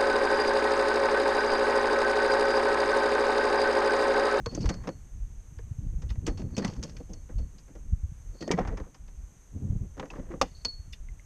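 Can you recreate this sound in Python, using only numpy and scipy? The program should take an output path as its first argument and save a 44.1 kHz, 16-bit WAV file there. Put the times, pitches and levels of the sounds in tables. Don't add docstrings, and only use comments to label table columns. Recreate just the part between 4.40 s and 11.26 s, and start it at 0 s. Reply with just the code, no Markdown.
import sys
import numpy as np
from scipy import signal
from scipy.fft import rfft, irfft, next_fast_len
from scipy.io import wavfile
from scipy.ndimage import uniform_filter1d

SR = 44100
rng = np.random.default_rng(int(sys.argv[2]) if len(sys.argv) > 2 else 0)


def to_wav(s):
    ch = np.atleast_2d(s).T
    pcm = np.round(np.clip(ch, -1, 1) * 32767)
    wavfile.write(sys.argv[1], SR, pcm.astype(np.int16))


N = 302465


def undb(db):
    return 10 ** (np.asarray(db) / 20)


def unit(x):
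    return x / np.sqrt(np.mean(x ** 2))


def noise():
    return rng.standard_normal(N)


def band(x, hz, width_hz):
    return signal.lfilter(*signal.iirpeak(hz, hz / width_hz, SR), x)


def track(rows, column):
    rows = np.array(rows)
    return np.interp(np.arange(N) / SR, rows[:, 0], rows[:, column])


def walk(rate):
    k = int(SR / rate)
    steps = np.repeat(rng.standard_normal(N // k + 1), k)
    smooth = uniform_filter1d(uniform_filter1d(steps, k), k)
    return unit(smooth[:N])


# time in seconds, rumble level in dB, flutter level relative to the rumble in dB.
GUST_LEVELS = [(0, -39, -10.5), (0.25, -32.5, 0.5), (0.6, -48, -9), (0.95, -41, -23.5), (1.4, -36, -16.5),
               (1.85, -33, -10), (2.35, -38.5, 0), (2.78, -44, -21.5), (3.0, -33.5, -21.5),
               (3.2, -51, -4.5), (3.6, -33, -30.5), (4.0, -45.5, -36), (4.3, -37.5, -6), (4.55, -47, -12),
               (5.08, -48, -25), (5.16, -43.5, 4), (5.33, -33.5, -2), (5.46, -41, -5.5), (5.56, -42.5, -54),
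               (6.86, -44, -42)]
EDDY_DB, EDDY_SPREAD_DB = -1, 4
EDDY_LOW_HZ, EDDY_OCTAVES = 40, 1.71
EDDY_TAIL = .85


def eddies(count):
    when, size, pitch = rng.random((count, 3)).T
    s = when * (N - 1) / SR
    gust_db = track(GUST_LEVELS, column=1)[(s * SR).astype(int)]
    db = gust_db + EDDY_DB - EDDY_SPREAD_DB * np.log(1 - EDDY_TAIL * size)
    return list(zip(s, db, EDDY_LOW_HZ * 2 ** (EDDY_OCTAVES * pitch)))


# time of the swing's middle in seconds, level in dB before the skew, pitch in Hz.
STRONG_BUFFETS = [(0.076, -25, 81.6), (0.256, -16, 61.7), (0.279, -16.5, 52), (0.825, -27, 48),
                  (1.178, -32, 68), (1.240, -31, 74), (1.317, -22, 93), (1.390, -22, 97),
                  (1.565, -21, 46.7), (1.644, -26, 52.7), (1.716, -22.5, 58.7), (1.777, -27, 97),
                  (1.784, -19.5, 70.6), (1.829, -27.5, 75.4), (2.29, -23.5, 128), (2.385, -28, 50.3),
                  (2.976, -25.5, 48), (3.06, -31, 44), (3.53, -12.5, 67), (3.64, -19, 62.5),
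                  (4.289, -23.5, 67), (4.416, -30, 82), (5.167, -27, 92), (5.238, -34.5, 80),
                  (5.280, -28, 80), (5.303, -21, 95), (5.322, -24, 105), (5.333, -20.5, 133),
                  (5.37, -29, 99.5), (5.415, -26, 94), (6.401, -29.5, 61), (6.607, -31, 36.4)]
BUFFET_RISE, BUFFET_FALL = 0.35, 0.68
PORT_SKEW = 2.5


def wind():
    rumble = unit(band(noise(), 29.7, 26.5) * undb(4.64 * walk(14)))
    rumble = unit(band(band(rumble, 42., 110.), 42., 110.))
    flutter = unit(band(noise(), 100.0, 116.0) * undb(4.2 * walk(40)))
    flutter = unit(band(band(flutter, 127.0, 222.0), 127.0, 222.0))
    gust = undb(track(GUST_LEVELS, column=1))
    pressure = gust * (rumble + undb(track(GUST_LEVELS, column=2)) * flutter)
    for s, db, hz in STRONG_BUFFETS + eddies(count=70):
        t = np.arange(-SR // 20, SR // 20) / SR
        i = int(s * SR) - SR // 20
        shape = np.exp(-(t * hz / np.where(t < 0, BUFFET_RISE, BUFFET_FALL)) ** 2)
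        swing = -undb(db) * np.cos(2 * np.pi * hz * t) * shape
        lo, hi = max(i, 0), min(i + len(t), N)
        pressure[lo:hi] += swing[lo - i:hi - i]
    peaked = pressure ** 2
    return pressure + PORT_SKEW * (peaked - uniform_filter1d(peaked, size=SR // 25))


# frequency in Hz, relative level in dB per Hz.
HISS_COLOUR = [(59, 0.5), (100, -10.5), (295, -16), (625, -20.5), (2130, -26.5), (4160, -35), (5340, -35),
               (6300, -14), (7000, -26), (8800, -29), (10400, -38.5), (12000, -34.5), (14500, -48)]
HISS_DB = -62


def hiss():
    hz, db = np.transpose(HISS_COLOUR)
    size = next_fast_len(N)
    grid = np.arange(size // 2 + 1) * SR / size + 1
    colour = undb(np.interp(np.log(grid), np.log(hz), db, -120, -120))
    coloured = irfft(rfft(rng.standard_normal(size)) * colour, size)[:N]
    return undb(HISS_DB + 0.5 * walk(4.0)) * unit(coloured)


AFTER_DB, AFTER_S = -30.5, 0.037


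def contacts(times, dbs, lengths):
    force = np.zeros(N)
    for s, db, length in zip(times, dbs, lengths):
        i = int(s * SR)
        t = np.arange(min(SR // 6, N - i)) / SR
        chatter = (1 - np.exp(-t / (0.18 * length))) * np.exp(-t / length)
        touch = 1.16 * np.exp(-t / 0.00036)
        shudder = undb(AFTER_DB) * np.exp(-t / AFTER_S)
        force[i:i + len(t)] += undb(db) * (chatter + touch + shudder)
    return force


def swells(start, hold, db, rise_db_s, fall_db_s):
    t = np.arange(N)[:, None] / SR
    rise_db = rise_db_s * np.maximum(start - t, 0)
    fall_db = fall_db_s * np.maximum(t - start - hold, 0)
    return undb(db - rise_db - fall_db).sum(axis=1)


SLIPS_PER_S, SLIP_SPREAD_DB, SLIP_S = 450, 4, 0.0023


def slips():
    when, size = rng.random((2, N))
    grabs = (when < SLIPS_PER_S / SR) * undb(-SLIP_SPREAD_DB * np.log(1 - .98 * size))
    return unit(signal.lfilter([1], [1, -np.exp(-1 / (SLIP_S * SR))], grabs))


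# time in seconds, deck strength in dB,
# hollow body minus deck in dB, crack minus deck in dB, basic chatter time in seconds.
FLESH_THUMPS = [(0.121, -54, 17, -2, 0.013), (0.176, -45, 17, -17, 0.004), (0.241, -34, 1, -20, 0.0053),
                (0.257, -29.5, -17, -3.5, 0.0074), (0.291, -21, -7.5, -6.5, 0.011),
                (0.436, -38.5, -7, -16, 0.02), (0.473, -25.5, -0.5, -12.5, 0.0089),
                (0.49, -29.5, 6.5, -12, 0.0024), (1.62, -42, -1.5, -4.5, 0.013),
                (1.875, -28, 2.5, -6.5, 0.014), (1.974, -42.5, 0, -1.5, 0.018),
                (1.995, -52, 18.5, 2, 0.017), (2.019, -39, -4, -9, 0.0025), (2.167, -35, 2, 4.5, 0.0069),
                (2.179, -32, 7, 3, 0.013), (2.222, -36.5, 6, -15, 0.019), (2.247, -25, -24, -1.5, 0.0074),
                (2.428, -33.5, -3.5, 0.5, 0.0052), (2.694, -61, 20.5, 1, 0.024),
                (2.891, -43, -1, -33, 0.017), (2.985, -48.5, 9, -2, 0.015), (3.281, -51, 4.5, -16, 0.015),
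                (3.353, -44.5, 3, -14, 0.0099), (4.007, -47, 16, 5, 0.022), (4.078, -35, 7.5, -2.5, 0.0049),
                (4.107, -23, -1, -35, 0.0045), (4.113, -21, -2, 0, 0.01), (4.178, -28.5, 6, -21, 0.0076),
                (4.206, -32, -7, -29, 0.0089), (4.25, -30, -18, -28, 0.004), (4.274, -30.5, -9, -13, 0.011),
                (4.325, -39, 3.5, -21, 0.0044), (4.372, -33, -5.5, -12, 0.012),
                (4.4, -36, 6.5, -16, 0.0046), (4.545, -45, -12, -4, 0.012), (4.679, -47, -6.5, -8, 0.012),
                (5.57, -54, 19, -8, 0.0049), (5.578, -38, -1, -18, 0.0086), (5.628, -30.5, -2, -29, 0.008),
                (5.657, -42.5, -2, -7.5, 0.003), (5.754, -38, -1, -25, 0.012),
                (5.905, -41.5, -2, -30, 0.01), (5.916, -39.5, -9, -22, 0.0084),
                (5.938, -45, 10.5, -24, 0.0032)]
THUMP_SPOT_HZ = 730
# time in seconds, deck strength in dB,
# crack minus deck in dB, pitch of the struck spot in Hz, basic chatter time in seconds.
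TACKLE_RAPS = [(0.06, -27.5, -3, 1020, 0.0055), (0.148, -44, 3, 6300, 0.01), (0.206, -48, 1, 4640, 0.029),
               (0.34, -41, -5, 4500, 0.0087), (1.187, -43, -11, 1380, 0.0065),
               (1.703, -47.5, 2, 1140, 0.014), (1.756, -45.5, -14, 680, 0.0048),
               (1.866, -26.5, -2, 7740, 0.0062), (2.278, -52, 14, 654, 0.0077),
               (2.299, -48, -4, 1080, 0.0057), (2.435, -39.5, 1.5, 5540, 0.0085),
               (2.495, -50.5, 0, 4480, 0.0071), (2.567, -46, 4.5, 1930, 0.0067),
               (2.734, -47, -1.5, 5900, 0.0072), (3.183, -56, 3, 4300, 0.015),
               (4.025, -39.5, -1, 830, 0.0054), (4.188, -24, -17, 785, 0.0091),
               (5.597, -26, -14, 2740, 0.0067), (5.704, -40.5, -4, 720, 0.01),
               (5.734, -43, -18, 1070, 0.0059), (6.014, -18.5, -1, 790, 0.0094),
               (6.249, -27, 1, 4180, 0.0074), (6.526, -64, 13, 5500, 0.0085)]
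RAP_BODY_DB = -4.5


def knocks():
    thumps = [(s, db, body, crack, THUMP_SPOT_HZ, chatter, 0) for s, db, body, crack, chatter in FLESH_THUMPS]
    raps = [(s, db, RAP_BODY_DB, crack, hz, chatter, 1) for s, db, crack, hz, chatter in TACKLE_RAPS]
    return np.transpose(thumps + raps)


def ring(modes, s, db, chatter, spot_hz, rub, favour_db=13.0, reach=0.23, strike_db=12.5):
    total = np.sqrt(sum(undb(mode_db) ** 2 * width / SR for _, width, mode_db in modes))
    out = 0
    for hz, width, mode_db in modes:
        felt_db = db + favour_db * np.exp(-(np.log(hz / spot_hz) / reach) ** 2)
        force = (contacts(s, felt_db, chatter) + rub) * noise()
        force[(s * SR).astype(int)] += undb(felt_db + strike_db)
        out = out + undb(mode_db) * band(band(force, hz, width), hz, 0.5 * hz)
    return out / total


# frequency in Hz, width in Hz, relative level in dB.
BODY_MODES = [(185.3, 142, 9), (269, 27, 5), (310, 82, 4.5), (464, 178, 1), (501.5, 107, 0.5),
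              (592, 690, -9.5)]
DECK_MODES = [(779, 85, 1), (996, 690, 3), (1230, 36, -3.5), (1693, 760, -1.5), (1956, 88, -3.5)]
EDGE_MODES = [(2460, 650, 10), (3090, 1500, 10.5), (3640, 1400, -11.5), (4950, 710, 12), (5600, 460, 12.5),
              (6335, 390, 15.5), (7740, 800, -2), (9200, 430, -35)]
# start in seconds, hold in seconds, body scuff strength in dB,
# deck plates minus scuff in dB, grit minus scuff in dB.
DECK_SLIDES = [(0.12, 0.18, -42.5, -14, -1), (0.33, 0.12, -53.5, -4, -22), (1.89, 0.09, -64, -10, -9),
               (2.19, 0.093, -44, -4, -3), (2.264, 0.078, -50, -8, 9.5), (2.451, 0.023, -42, -13, -1),
               (2.582, 0.023, -43.5, -28, -7), (3.957, 0.032, -46.5, -17.5, -11),
               (4.134, 0.16, -36.5, -11, -20), (4.388, 0.07, -50.5, -8.5, -15), (5.6, 0.054, -53, -4, -16),
               (5.732, 0.069, -45.5, -10, -7.5), (5.895, 0.045, -38.5, -16.5, -22)]
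SLIDE_RISE_DB_S, SLIDE_FALL_DB_S = 214, 188
RAP_BODY_HZ, RAP_FAVOUR_DB = 555, -1


def hull():
    s, deck_db, body_db, crack_db, spot_hz, chatter, hard = knocks()
    start, hold, scuff_db, plate_db, grit_db = np.transpose(DECK_SLIDES)
    chatter = np.maximum(chatter, .001)

    def sliding(db):
        return swells(start, hold, db, SLIDE_RISE_DB_S, SLIDE_FALL_DB_S)

    scuff = undb(6.7 * walk(80) - 11.5) * sliding(scuff_db)
    drag = slips() * undb(-10.0) * sliding(scuff_db + plate_db)
    grit = slips() * undb(-6.0) * sliding(scuff_db + grit_db)
    body_hz = np.where(hard, RAP_BODY_HZ, 3.73 / chatter)
    body = ring(BODY_MODES, s, deck_db + body_db - 8.5, 1.64 * chatter, body_hz, undb(-0.5) * scuff,
                favour_db=6.0 + RAP_FAVOUR_DB * hard, reach=0.92, strike_db=14.5)
    deck = ring(DECK_MODES, s, deck_db - 12.5, chatter, spot_hz, drag, favour_db=5.5 + 9.3 * hard)
    crack = ring(EDGE_MODES, s, deck_db + crack_db - 8.0, 0.62 * chatter, spot_hz, undb(-20.0) * grit,
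                 strike_db=-24.0)
    return body + deck + crack


# frequency in Hz, relative level in dB, full ring time in seconds (to fall 60 dB).
STEEL_MODES = [(4380.5, 0, .34), (4403.5, 1, .21), (4434, -7, .16), (4475, -12, .06), (4585, -1, .05),
               (4850, -5, .04)]
RIM_RANGE_HZ = (4420, 4520)


def steel_modes(force, rim_force, free):
    out = 0
    for hz, db, t60 in STEEL_MODES:
        pole = np.exp(2j * np.pi * hz / SR - np.log(1000) / (free * t60 * SR))
        push = rim_force if RIM_RANGE_HZ[0] < hz < RIM_RANGE_HZ[1] else force
        out = out + undb(db) * signal.lfilter([1], [1, -pole], push).imag
    return out


# time in seconds, strength in dB.
STEEL_TAPS = [(0.0602, -31), (0.148, -47), (0.228, -39), (0.293, -34), (0.492, -48), (1.8622, -42),
              (1.9745, -47.5), (2.149, -44.5), (2.241, -38.5), (2.427, -46.5), (2.565, -53), (2.7377, -52),
              (2.983, -51), (6.2528, -18.5)]
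# start in seconds, hold in seconds, ring level in dB, level of the rough rattle around it in dB.
STEEL_SHAKES = [(0.133, 0.11, -67, -58.5), (2.185, 0.069, -59, -62), (4.016, 0.024, -53.5, -62),
                (6.165, 0.008, -59, -75)]
SHAKE_RISE_DB_S, SHAKE_FALL_DB_S = 289, 150


def steel():
    s, db = np.transpose(STEEL_TAPS)
    taps = np.zeros(N)
    taps[(s * SR).astype(int)] = undb(db - 10.5)
    taps = band(taps, 4516.0, 400.)
    jolts = slips() * noise()
    shake = unit(steel_modes(jolts, undb(12.5) * jolts, 0.75))
    rough = undb(2.6 * walk(90)) * noise()
    rattle = unit(band(band(rough, 4580.0, 260.0), 4700.0, 330.0))
    start, hold, ring_db, rattle_db = np.transpose(STEEL_SHAKES)

    def shaken(level_db):
        return swells(start, hold, level_db, SHAKE_RISE_DB_S, SHAKE_FALL_DB_S)

    return steel_modes(taps, taps, 0.92) + shake * shaken(ring_db) + rattle * shaken(rattle_db)


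# start in seconds, level in dB before the fade, resting pitch in Hz, ring time in seconds (to fall 60 dB).
PATCH_NOTES = [(0.066, -25, 461, 0.064), (0.150, -25.5, 312, 0.033), (0.177, -26, 283, 0.064),
               (0.243, -23.5, 328, 0.023), (0.305, -23, 190, 0.041), (0.490, -29, 423, 0.03),
               (1.193, -41, 458, 0.058), (1.879, -23.5, 332, 0.038), (2.005, -28.5, 259, 0.058),
               (2.180, -20, 196, 0.11), (2.220, -22, 218, 0.04), (2.226, -44, 1830, .04),
               (2.248, -31.5, 1950, 0.037), (2.250, -18, 196, 0.052), (2.440, -37.5, 477, 0.055),
               (2.895, -44, 483, 0.075), (4.024, -44.5, 1856, 0.099), (4.078, -27, 610, 0.026),
               (4.093, -35, 1830, 0.029), (4.106, -10, 374, 0.019), (4.116, -31, 2250, 0.084),
               (4.138, -31, 1930, .03), (4.140, -17.5, 176, 0.099), (4.187, -16, 724, 0.042),
               (4.204, -46, 260, 0.056), (5.597, -29, 960, 0.031), (5.703, -36, 2590, 0.031),
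               (5.904, -33, 340, 0.15), (5.939, -40, 1180, .02), (6.014, -19, 536, 0.049),
               (6.0142, -11, 1174, 0.022), (6.687, -47, 2050, 0.036), (6.796, -47, 2070, 0.023)]
NOTE_RISE_CYCLES, NOTE_SAG = 0.14, 0.032


def notes():
    out = np.zeros(N)
    for s, db, hz, t60 in PATCH_NOTES:
        i = int(s * SR)
        t = np.arange(min(SR // 8, N - i)) / SR
        fade = 1000. ** (-t / t60)
        turns = hz * (t + NOTE_SAG * t60 * (1 - fade) / np.log(1000))
        rise = 1 - np.exp(-t * hz / NOTE_RISE_CYCLES)
        out[i:i + len(t)] += undb(db) * rise * fade * np.sin(2 * np.pi * turns)
    return out


# time in seconds, strength in dB, chatter time in seconds.
PLASTIC_CLACKS = [(1.692, -58, 0.0088), (1.702, -53, 0.0078), (6.014, -27, 0.0038), (6.531, -48.5, 0.008)]
# frequency in Hz, relative level in dB.
PLASTIC_MODES = [(1950, 4), (2460, 0.5), (2870, 4), (3580, 3.5), (4350, -2), (4830, 0.5), (5380, -3.5)]
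PLASTIC_WIDTH_HZ = 147


def plastic():
    force = contacts(*np.transpose(PLASTIC_CLACKS))
    out = undb(-9.0) * band(force * noise(), 12200.0, 2100.0)
    for hz, db in PLASTIC_MODES:
        out = out + undb(db + 17.0) * band(force * noise(), hz, PLASTIC_WIDTH_HZ)
    return out


def scene():
    return (wind() + hiss() + hull() + steel() + notes() + plastic())[None]


TOP_HZ = 14200


def record(dry):
    return signal.sosfilt(signal.ellip(8, .2, 70, TOP_HZ, fs=SR, output="sos"), dry)


dry = scene()
out = record(dry)
to_wav(out)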